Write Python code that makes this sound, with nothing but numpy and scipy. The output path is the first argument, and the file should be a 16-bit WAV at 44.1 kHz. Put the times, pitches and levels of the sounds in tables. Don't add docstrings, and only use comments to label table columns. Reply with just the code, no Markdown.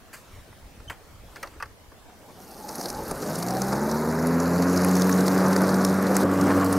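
import sys
import numpy as np
from scipy import signal
from scipy.io import wavfile
from scipy.ndimage import uniform_filter1d

SR = 44100
rng = np.random.default_rng(int(sys.argv[2]) if len(sys.argv) > 2 else 0)


def master(y):
    cut = np.clip(np.atleast_2d(y).T, -1, 1)
    pcm = np.round(cut * 32767)
    wavfile.write(sys.argv[1], SR, pcm.astype(np.int16))


N = 298989
TIME = np.arange(N) / SR

# time in seconds,
# blade passing rate in Hz, levels in dB of the second harmonic, the third harmonic and the air rush.
MOWER = [
    [(1.9, 8, -80, -80, -69.5), (2.3, 15, -75, -75, -54), (2.65, 26, -65, -65, -44.5),
     (2.85, 27.5, -60, -58, -37.5), (3.12, 43.3, -52, -54, -36.5), (3.27, 50.5, -51.5, -41, -34.5),
     (3.52, 61.8, -40, -36, -32), (3.7, 65.7, -36.5, -32, -30.5), (3.9, 74.4, -37, -31.5, -30.5),
     (4.3, 83.4, -28.5, -26, -28.5), (4.75, 90.7, -24, -30.5, -27), (5.1, 92.6, -22.5, -28.5, -27.5),
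     (5.45, 94.3, -22.5, -32, -25), (5.85, 94.8, -23.5, -33, -27), (6.236, 96.2, -25.5, -31.5, -25.5)],
    [(6.244, 93.6, -29, -26.5, -28), (6.5, 94.6, -27, -25.5, -26), (6.6, 94.3, -31, -24.5, -26.5),
     (6.78, 94, -27, -26.5, -27.5)],
]


def amp(db):
    return 10 ** (np.asarray(db) / 20)


def unit_rms(x):
    return x / np.sqrt(np.mean(x ** 2) + 1e-20)


def unit_peak(x):
    return x / abs(x).max()


def curve(rows):
    times, *columns = np.vstack(rows).T
    return [np.interp(TIME, times, column) for column in columns]


def add(mix, start, sound):
    part = mix[round(start * SR):][:len(sound)]
    part += sound[:len(part)]


def swells(rows):
    return sum(height * np.exp(-(2 * (TIME - s) / length) ** 2) for s, length, height in rows)


def wander(per_s):
    count = int(N / SR * per_s) + 3
    knots = rng.standard_normal(400)[:count]
    return 0.61 * np.interp(np.linspace(0, count - 1, N), np.arange(count), knots)


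def colour(x, spectrum, patchy_db=0., size=512):
    hz, _, z = signal.stft(x, SR, nperseg=size, noverlap=size * 3 // 4)
    knots_hz, knots_db = np.transpose(spectrum)
    shape_db = np.interp(np.log(hz + 1), np.log(knots_hz + 1), knots_db, -90, -90)
    patches = uniform_filter1d(rng.standard_normal(z.T.shape), size=10, axis=0)
    patches = unit_rms(uniform_filter1d(patches, size=8, axis=1)).T
    z = z * amp(shape_db[:, None] + patchy_db * patches)
    return unit_rms(signal.istft(z, SR, nperseg=size, noverlap=size * 3 // 4)[1][:N])


def band(x, hz, width):
    carrier = np.exp(2j * np.pi * np.cumsum(hz * np.ones(len(x))) / SR)
    pole = np.exp(-np.pi * width / SR)
    return 2 * (carrier * signal.lfilter([1 - pole], [1, -pole], x / carrier)).real


def steep_band(x, hz, width):
    return band(band(x, hz, width), hz, width)


def burst(rise, t60):
    t = np.arange(8000) / SR
    envelope = (1 - np.exp(-t / rise)) ** 2 * amp(-60 * t / max(t60, .005))
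    return rng.standard_normal(len(t)) * envelope / 5.48


def crackle(density, hz, width):
    sizes = amp(3.2 * np.minimum(rng.exponential(1, N), 4))
    impulses = sizes * (rng.random(N) < 350 * density / SR)
    grains = signal.oaconvolve(impulses, np.hanning(130) ** 2)[:N] * rng.standard_normal(N)
    return unit_rms(band(grains, hz, width))


def neighbourhood():
    # time in seconds, level in dB before a 3 dB cut.
    levels = [(0.0, -51), (0.37, -47.5), (0.47, -50), (1.22, -50), (1.4, -46), (1.51, -48), (1.66, -51.5),
              (1.98, -51.5), (2.17, -50.5), (2.4, -50)]
    # frequency in Hz, relative spectral density in dB.
    spectrum = [(59, -31), (100, -2.5), (160, -10), (389, -11.5), (570, -11.5), (1230, -16), (1450, -18),
                (1580, -18.5), (2470, -23.5), (16000, -34)]
    return amp(curve(levels)[0] - 3) * colour(rng.standard_normal(N), spectrum, patchy_db=2.5, size=1024)


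def low_rumble():
    # centre in seconds, length in seconds, level in dB.
    rumbles = [(.37, 0.11, -46.5), (0.51, 0.056, -44), (.66, 0.064, -43), (.8, 0.053, -48),
               (0.887, 0.037, -38.5), (1.207, 0.23, -49.5), (1.61, .2, -50.5), (1.862, .12, -56),
               (2.022, 0.038, -64), (2.517, 0.23, -68), (2.965, 0.17, -48), (3.056, 0.046, -48),
               (3.13, .07, -44)]
    # frequency in Hz, relative spectral density in dB.
    spectrum = [(12, -37), (20, 2.5), (65, 0.5), (91, -0.5), (161, -17.5), (184, -17), (300, -19.5),
                (390, -52), (660, -120)]
    strength = amp(-60) + swells((s, length, amp(db)) for s, length, db in rumbles)
    return strength * colour(rng.standard_normal(N), spectrum, size=4096)


def stereo_hiss():
    # time in seconds, level in dB.
    levels = [(0, -57), (2.3, -57), (2.5, -58.5), (2.75, -58), (2.85, -74), (6.78, -89)]
    # frequency in Hz, relative spectral density in dB.
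    spectrum = [(12, -29), (20, 1), (65, -18), (104, -14), (328, -18.5), (574, -21), (678, -20),
                (14700, -34), (16000, -34)]
    hiss = amp(curve(levels)[0]) * colour(rng.standard_normal(N), spectrum, size=2048)
    rumble = amp(-68) * unit_rms(steep_band(rng.standard_normal(N), hz=32, width=40))
    return hiss + rumble


def footsteps():
    # start in seconds, sole peak in dB, grit relative to it in dB, 60 dB decay time and
    # rise time in seconds, sole resonance in Hz.
    steps = [(0.126, -33, -2, 0.11, 0.01, 1660), (0.16, -49.5, 6.5, 0.23, 0.0071, 1520),
             (.897, -24.5, -9, 0.019, 0.0033, 2240), (0.903, -26, -11, 0.12, 0.00055, 1130)]
    # start and length in seconds, pitch in Hz, level in dB.
    squeaks = [(0.875, 0.023, 3030, -39.5), (0.917, 0.018, 3080, -49)]
    out = np.zeros(N)
    for start, db, grit_db, t60, rise, hz in steps:
        puff = burst(rise, t60)
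        sole = steep_band(puff, hz, 1800)
        grit = steep_band(puff, 7300, 4500) + 0.47 * steep_band(puff, 11200, 5000)
        grit += 0.95 * steep_band(puff, 4560, 1600)
        add(out, start, amp(db) * (unit_peak(sole) + amp(grit_db) * unit_peak(grit)))
    for start, length, hz, db in squeaks:
        t = np.arange(round(length * SR)) / SR
        pitch = hz * (1 + 0.022 * np.sin(np.pi * t / length))
        phase = 2 * np.pi * np.cumsum(pitch) / SR
        tone = sum(amp(-11 * k) * np.sin((k + 1) * phase) for k in range(3))
        add(out, start, amp(db) * tone * np.hanning(len(t)))
    return out


def handle():
    # start in seconds, peak of the low modes in dB, relative treble in dB before a 10.5 dB
    # lift and extra damping, 60 dB decay time in seconds, factor on the mode frequencies.
    clicks = [(0.526, -41, -26.5, 0.032, 0.69), (0.8, -43, -19, 0.05, 0.86), (1.358, -34, -12, 0.058, 1),
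              (1.366, -35, -20, 0.05, 1.26), (1.428, -23.5, -15.5, 0.05, 1),
              (1.444, -35.5, -26, 0.13, 0.61), (1.459, -46, -10, 0.03, 0.98), (1.472, -39, -9, 0.031, 0.93),
              (1.536, -45, -26, 0.041, 1.35), (1.6, -27.5, -26, 0.061, 0.88),
              (1.624, -18.5, -21, 0.055, 0.92), (1.655, -39, -17, 0.062, 1),
              (1.917, -42.5, -23, 0.064, 0.82)]
    # mode frequency in Hz, bandwidth in Hz, relative level in dB.
    modes = [(577, 140, -7), (1286, 590, 3), (1650, 580, -2.5), (2080, 160, -28), (2730, 310, -10.5),
             (4900, 1950, 4.5), (6000, 860, -5), (8600, 2900, -3.5), (12000, 3300, -8)]
    out = np.zeros(N)
    for start, db, treble_db, t60, factor in clicks:
        puff = burst(0.0007, t60)[:4000]
        low, high = np.zeros((2, len(puff)))
        for hz, width, mode_db in modes:
            group = high if hz > 3500 else low
            group += amp(mode_db) * steep_band(puff, hz * factor, width) / np.sqrt(width)
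        high *= amp(-60 * np.arange(len(high)) / SR / 0.11)
        add(out, start, amp(db) * (unit_peak(low) + amp(treble_db + 10.5) * unit_peak(high)))
    return out


def motor():
    # centre and length in seconds, resonance in Hz, level in dB before a 10.5 dB cut.
    pulses = [(2.11, .06, 710, -44), (2.272, 0.068, 855, -40.5), (2.39, 0.037, 760, -40),
              (2.528, 0.076, 800, -38), (2.687, 0.14, 864, -33), (2.837, 0.11, 730, -29),
              (2.98, 0.17, 850, -32), (3.098, 0.048, 830, -30)]
    # time in seconds, level in dB.
    whine_levels = [(2.3, -90), (2.4, -63), (3, -60), (3.95, -58.5), (4.05, -64), (4.6, -64), (5, -72),
                    (5.3, -90)]
    switching_hz = 12001
    rush_db = curve(MOWER)[-1]
    whirr = amp(rush_db - 16) * np.clip((3.2 - TIME) / .15, 0, 1)
    pulsing = swells((s, length, amp(db - 10.5)) for s, length, _, db in pulses)
    deck_hz, = curve([(s, hz) for s, _, hz, _ in pulses])
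    drone = (pulsing + whirr) * unit_rms(steep_band(rng.standard_normal(N), deck_hz, 116))
    whine = np.sqrt(2) * np.sin(2 * np.pi * switching_hz * TIME + .3 * wander(per_s=45))
    return drone + amp(curve(whine_levels)[0] + 2.8 * wander(per_s=55)) * whine


def leaf_rattle():
    # time in seconds, level in dB.
    levels = [(2.1, -69), (2.36, -58.5), (2.42, -52), (2.62, -48), (2.84, -39), (2.95, -44), (3.15, -43.5),
              (3.3, -39), (3.52, -42), (3.62, -39.5), (3.8, -41), (4.3, -41.5), (4.75, -37), (5.7, -38),
              (6.08, -41), (6.16, -37.5), (6.236, -35.5), (6.244, -48), (6.29, -47), (6.32, -42),
              (6.78, -41)]
    # frequency in Hz, relative gain in dB.
    spectrum = [(300, -10), (1000, 2), (2000, -16.5), (3200, 0), (4200, 1), (5500, 2), (7500, 1),
                (10000, -2), (12500, 1), (14500, -1), (16000, -10)]
    density = amp(2 * wander(per_s=58))
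    hiss = 0.66 * density * rng.standard_normal(N)
    coarse = 0.28 * crackle(density, hz=4550, width=4400)
    fine = 0.36 * crackle(density, hz=8800, width=6900)
    return amp(curve(levels)[0]) * colour(hiss + coarse + fine, spectrum, patchy_db=2, size=256)


def leaf_snaps():
    # time in seconds, crack peak in dB, brightest frequency in Hz, relative knock level
    # in dB before a 7.5 dB cut.
    snaps = [(2.6895, -23.5, 5200, -18.5), (2.7545, -23, 10600, -17), (2.8113, -23.5, 5690, -2),
             (2.8569, -18, 4290, -15), (2.8838, -28, 5490, -14), (2.901, -19, 5540, -19),
             (2.967, -43, 12000, -10), (3.0799, -28, 12100, -6), (3.1116, -20.5, 9240, 0),
             (3.2246, -26, 4650, -11), (3.355, -22, 5720, -11), (3.3863, -24.5, 9660, -9),
             (3.4258, -22.5, 4550, 4), (3.484, -21, 5540, 1), (3.506, -24, 5100, -16),
             (3.6176, -18, 5940, -8), (3.7276, -25, 4570, -6), (3.913, -22.5, 5590, -6),
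             (4.2693, -21, 10380, -6), (4.4004, -20.5, 6410, -11), (4.4564, -28, 4143, -6),
             (4.6228, -22.5, 4866, -2), (4.7614, -23, 5340, -4), (4.7735, -20, 5210, -4),
             (4.8351, -26, 5414, 0), (4.8469, -14, 9760, 2), (4.9117, -22, 6870, -2),
             (4.953, -20, 5730, -4), (4.9661, -21.5, 6245, 4), (4.996, -24, 6290, -4),
             (5.0104, -23, 5930, 1), (5.0195, -14, 5000, -12), (5.0933, -19, 12300, 7),
             (5.114, -24, 4720, -6), (5.1262, -18, 6310, -6), (5.206, -19.5, 5774, -6),
             (5.2804, -16.5, 4844, 5.5), (5.3772, -23.5, 4860, -6), (5.4628, -25, 6165, -3),
             (5.5297, -21, 4520, 1), (5.5628, -16.5, 4900, 3), (5.6171, -22.5, 11000, -8),
             (5.691, -21, 4454, -9), (5.7422, -21, 5174, -2), (5.8489, -11, 5400, -12),
             (6.0237, -25, 12100, -11), (6.0666, -24, 4020, -9), (6.1535, -22, 5450, -6),
             (6.1669, -8.5, 7070, -3), (6.4113, -22, 4850, -13), (6.6444, -22.5, 11420, -4),
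             (6.7264, -18.5, 9085, -6)]
    out = np.zeros(N)
    for s, db, hz, knock_db in snaps:
        t60 = 0.016 * np.exp(-0.07 * (db + 16.5))
        puff = burst(0.0013, t60)[:2000]
        crack = unit_peak(4 * steep_band(puff, hz, 2400) + 1.66 * steep_band(puff, 7000, 8000))
        knock = unit_peak(steep_band(puff, 1360, 1250))
        add(out, s - .001, amp(db) * (crack + amp(knock_db - 7.5) * knock))
    return out


def rotor_hum(phase):
    # time in seconds, level in dB.
    fundamental = [(3, -65), (3.5, -55), (3.7, -46), (4.3, -41.5), (4.8, -36.5), (5.2, -39.5), (5.8, -40),
                   (6.236, -43), (6.244, -35), (6.78, -34)]
    # multiple of the passing rate, level in dB over the rush at
    # full speed before and after 6.24 s, scale of the wavering in dB.
    shaft_tones = [(1.5, -21, -33, -8), (4, -14.5, -23, 8), (6, -13.5, -14, 5)]
    # frequency in Hz, level in dB before 6.24 s.
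    housing = [(450, -54), (650, -47), (760, -41.5), (920, -46), (970, -51), (1130, -47)]
    hz, second_db, third_db, rush_db = curve(MOWER)
    after_change = TIME > 6.24
    poles_hz = 12 * hz
    poles_db = np.interp(poles_hz, *np.transpose(housing)) + 4.5 * after_change
    shaft_db = rush_db + 7 * np.log2(hz / hz[-1])
    tones = [(k, shaft_db + np.where(after_change, late_db, early_db), waver_db)
             for k, early_db, late_db, waver_db in shaft_tones]
    tones += [(1, curve(fundamental)[0], 2.5), (2, second_db, 1.5), (3, third_db, 3.5),
              (12, poles_db, 4), (13, poles_db - 3, 4), (5, third_db + np.where(after_change, -11, -7), 3)]
    hum = np.zeros(N)
    for k, db, waver_db in tones:
        level = amp(db + waver_db * wander(per_s=25))
        jitter = 0.14 * np.sqrt(k) * wander(per_s=22)
        hum += level * np.sin(k * phase + jitter + 7 * rng.random())
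    fuzz = amp(poles_db + 4.5) * unit_rms(steep_band(rng.standard_normal(N), poles_hz, 110))
    return np.sqrt(2) * hum + fuzz


def deck_rush():
    # frequency in Hz, relative density in dB.
    air_spectrum = [(30, -45), (55, -45), (90, -23), (170, 0.5), (300, 0), (600, -2), (900, -12),
                    (1300, -52)]
    whip_spectrum = [(600, -6.5), (950, 1), (1500, -1), (2200, -13.5), (3200, -23), (6000, -36)]
    # time in seconds, rise of rush and of whip in dB.
    clumps = [(1.925, 19, 14), (2.1, 8, 21), (2.3, 7, 14), (2.7, 7.5, 8), (2.79, 8, 3), (2.86, 7.5, 1),
              (3.12, 9.5, 1), (3.23, 4, 4.5), (3.3, 5, 4.5), (3.732, 5, 8.5), (4.8, -2, 5), (6.11, 4.5, -2),
              (6.16, 2.5, 1.5), (6.245, 6.5, -1.5), (6.481, 3, 4), (6.51, 1, 8.5), (6.63, 0, 4.5)]
    clump_s = 0.023
    rush_db = curve(MOWER)[-1]
    air_db = rush_db + swells((s, clump_s, db) for s, db, _ in clumps)
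    whip_db = -33.5 + 1.16 * (rush_db + 28) + swells((s, clump_s, db) for s, _, db in clumps)
    air = amp(air_db) * colour(rng.standard_normal(N), air_spectrum, patchy_db=1, size=1024)
    whip = amp(whip_db) * colour(rng.standard_normal(N), whip_spectrum, patchy_db=1)
    return air + whip


def blade():
    phase = 2 * np.pi * np.cumsum(curve(MOWER)[0]) / SR
    onset = np.clip((TIME - 2.85) / 0.13, 0, 1)
    hum, rush = rotor_hum(phase), deck_rush()
    throb = (1 + 0.17 * onset * np.cos(phase)) * amp(0.68 * wander(per_s=35))
    return onset * hum + throb * rush


def ground(x):
    # time in seconds, centre in Hz and gain in dB of the low hollow, the same for the high
    # hollow, gain in dB above about 13 kHz.
    hollows = [(2.3, 3370, -21, 7350, -6, -3), (2.8, 3250, -15.5, 7650, -8, -7),
               (3.3, 3360, -7.5, 7800, -3.5, -5), (4, 3050, -18, 8000, -5.5, -6),
               (4.5, 3290, -14, 8600, -10, -8.5), (4.75, 3400, -14, 8200, -7.5, -8),
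               (5, 3251, -6.5, 8000, -4.5, -4), (5.85, 3120, -10.5, 7800, -4.5, -6),
               (6.236, 3200, -6.5, 7740, -3.5, -7), (6.244, 3520, -3, 9516, 0.5, -3),
               (6.78, 3500, -6.5, 9815, 2, -2)]
    hz, t, z = signal.stft(x, SR, nperseg=512, noverlap=384)
    hz = hz[:, None]
    frames = np.minimum((t * SR).astype(int), N - 1)
    low_hz, low_db, high_hz, high_db, top_db = (column[frames] for column in curve(hollows))
    gain_db = low_db * np.exp(-((hz - low_hz) / 550) ** 2)
    gain_db += high_db * np.exp(-((hz - high_hz) / 800) ** 2)
    gain_db += top_db * np.clip((hz - 12000) / 2200, 0, 1)
    return signal.istft(z * amp(gain_db), SR, nperseg=512, noverlap=384)[1][:N]


def scene():
    background = low_rumble() + neighbourhood()
    mower = ground(blade() + leaf_rattle() + leaf_snaps() + motor())
    mid = mower + handle() + footsteps() + background
    side = stereo_hiss()
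    return np.array([mid + side, mid - side])


def record(dry):
    lowpass = signal.firwin(1023, cutoff=15800, window=("kaiser", 9), fs=SR)
    return signal.oaconvolve(dry, lowpass[None], "same")


dry = scene()
out = record(dry)
master(out)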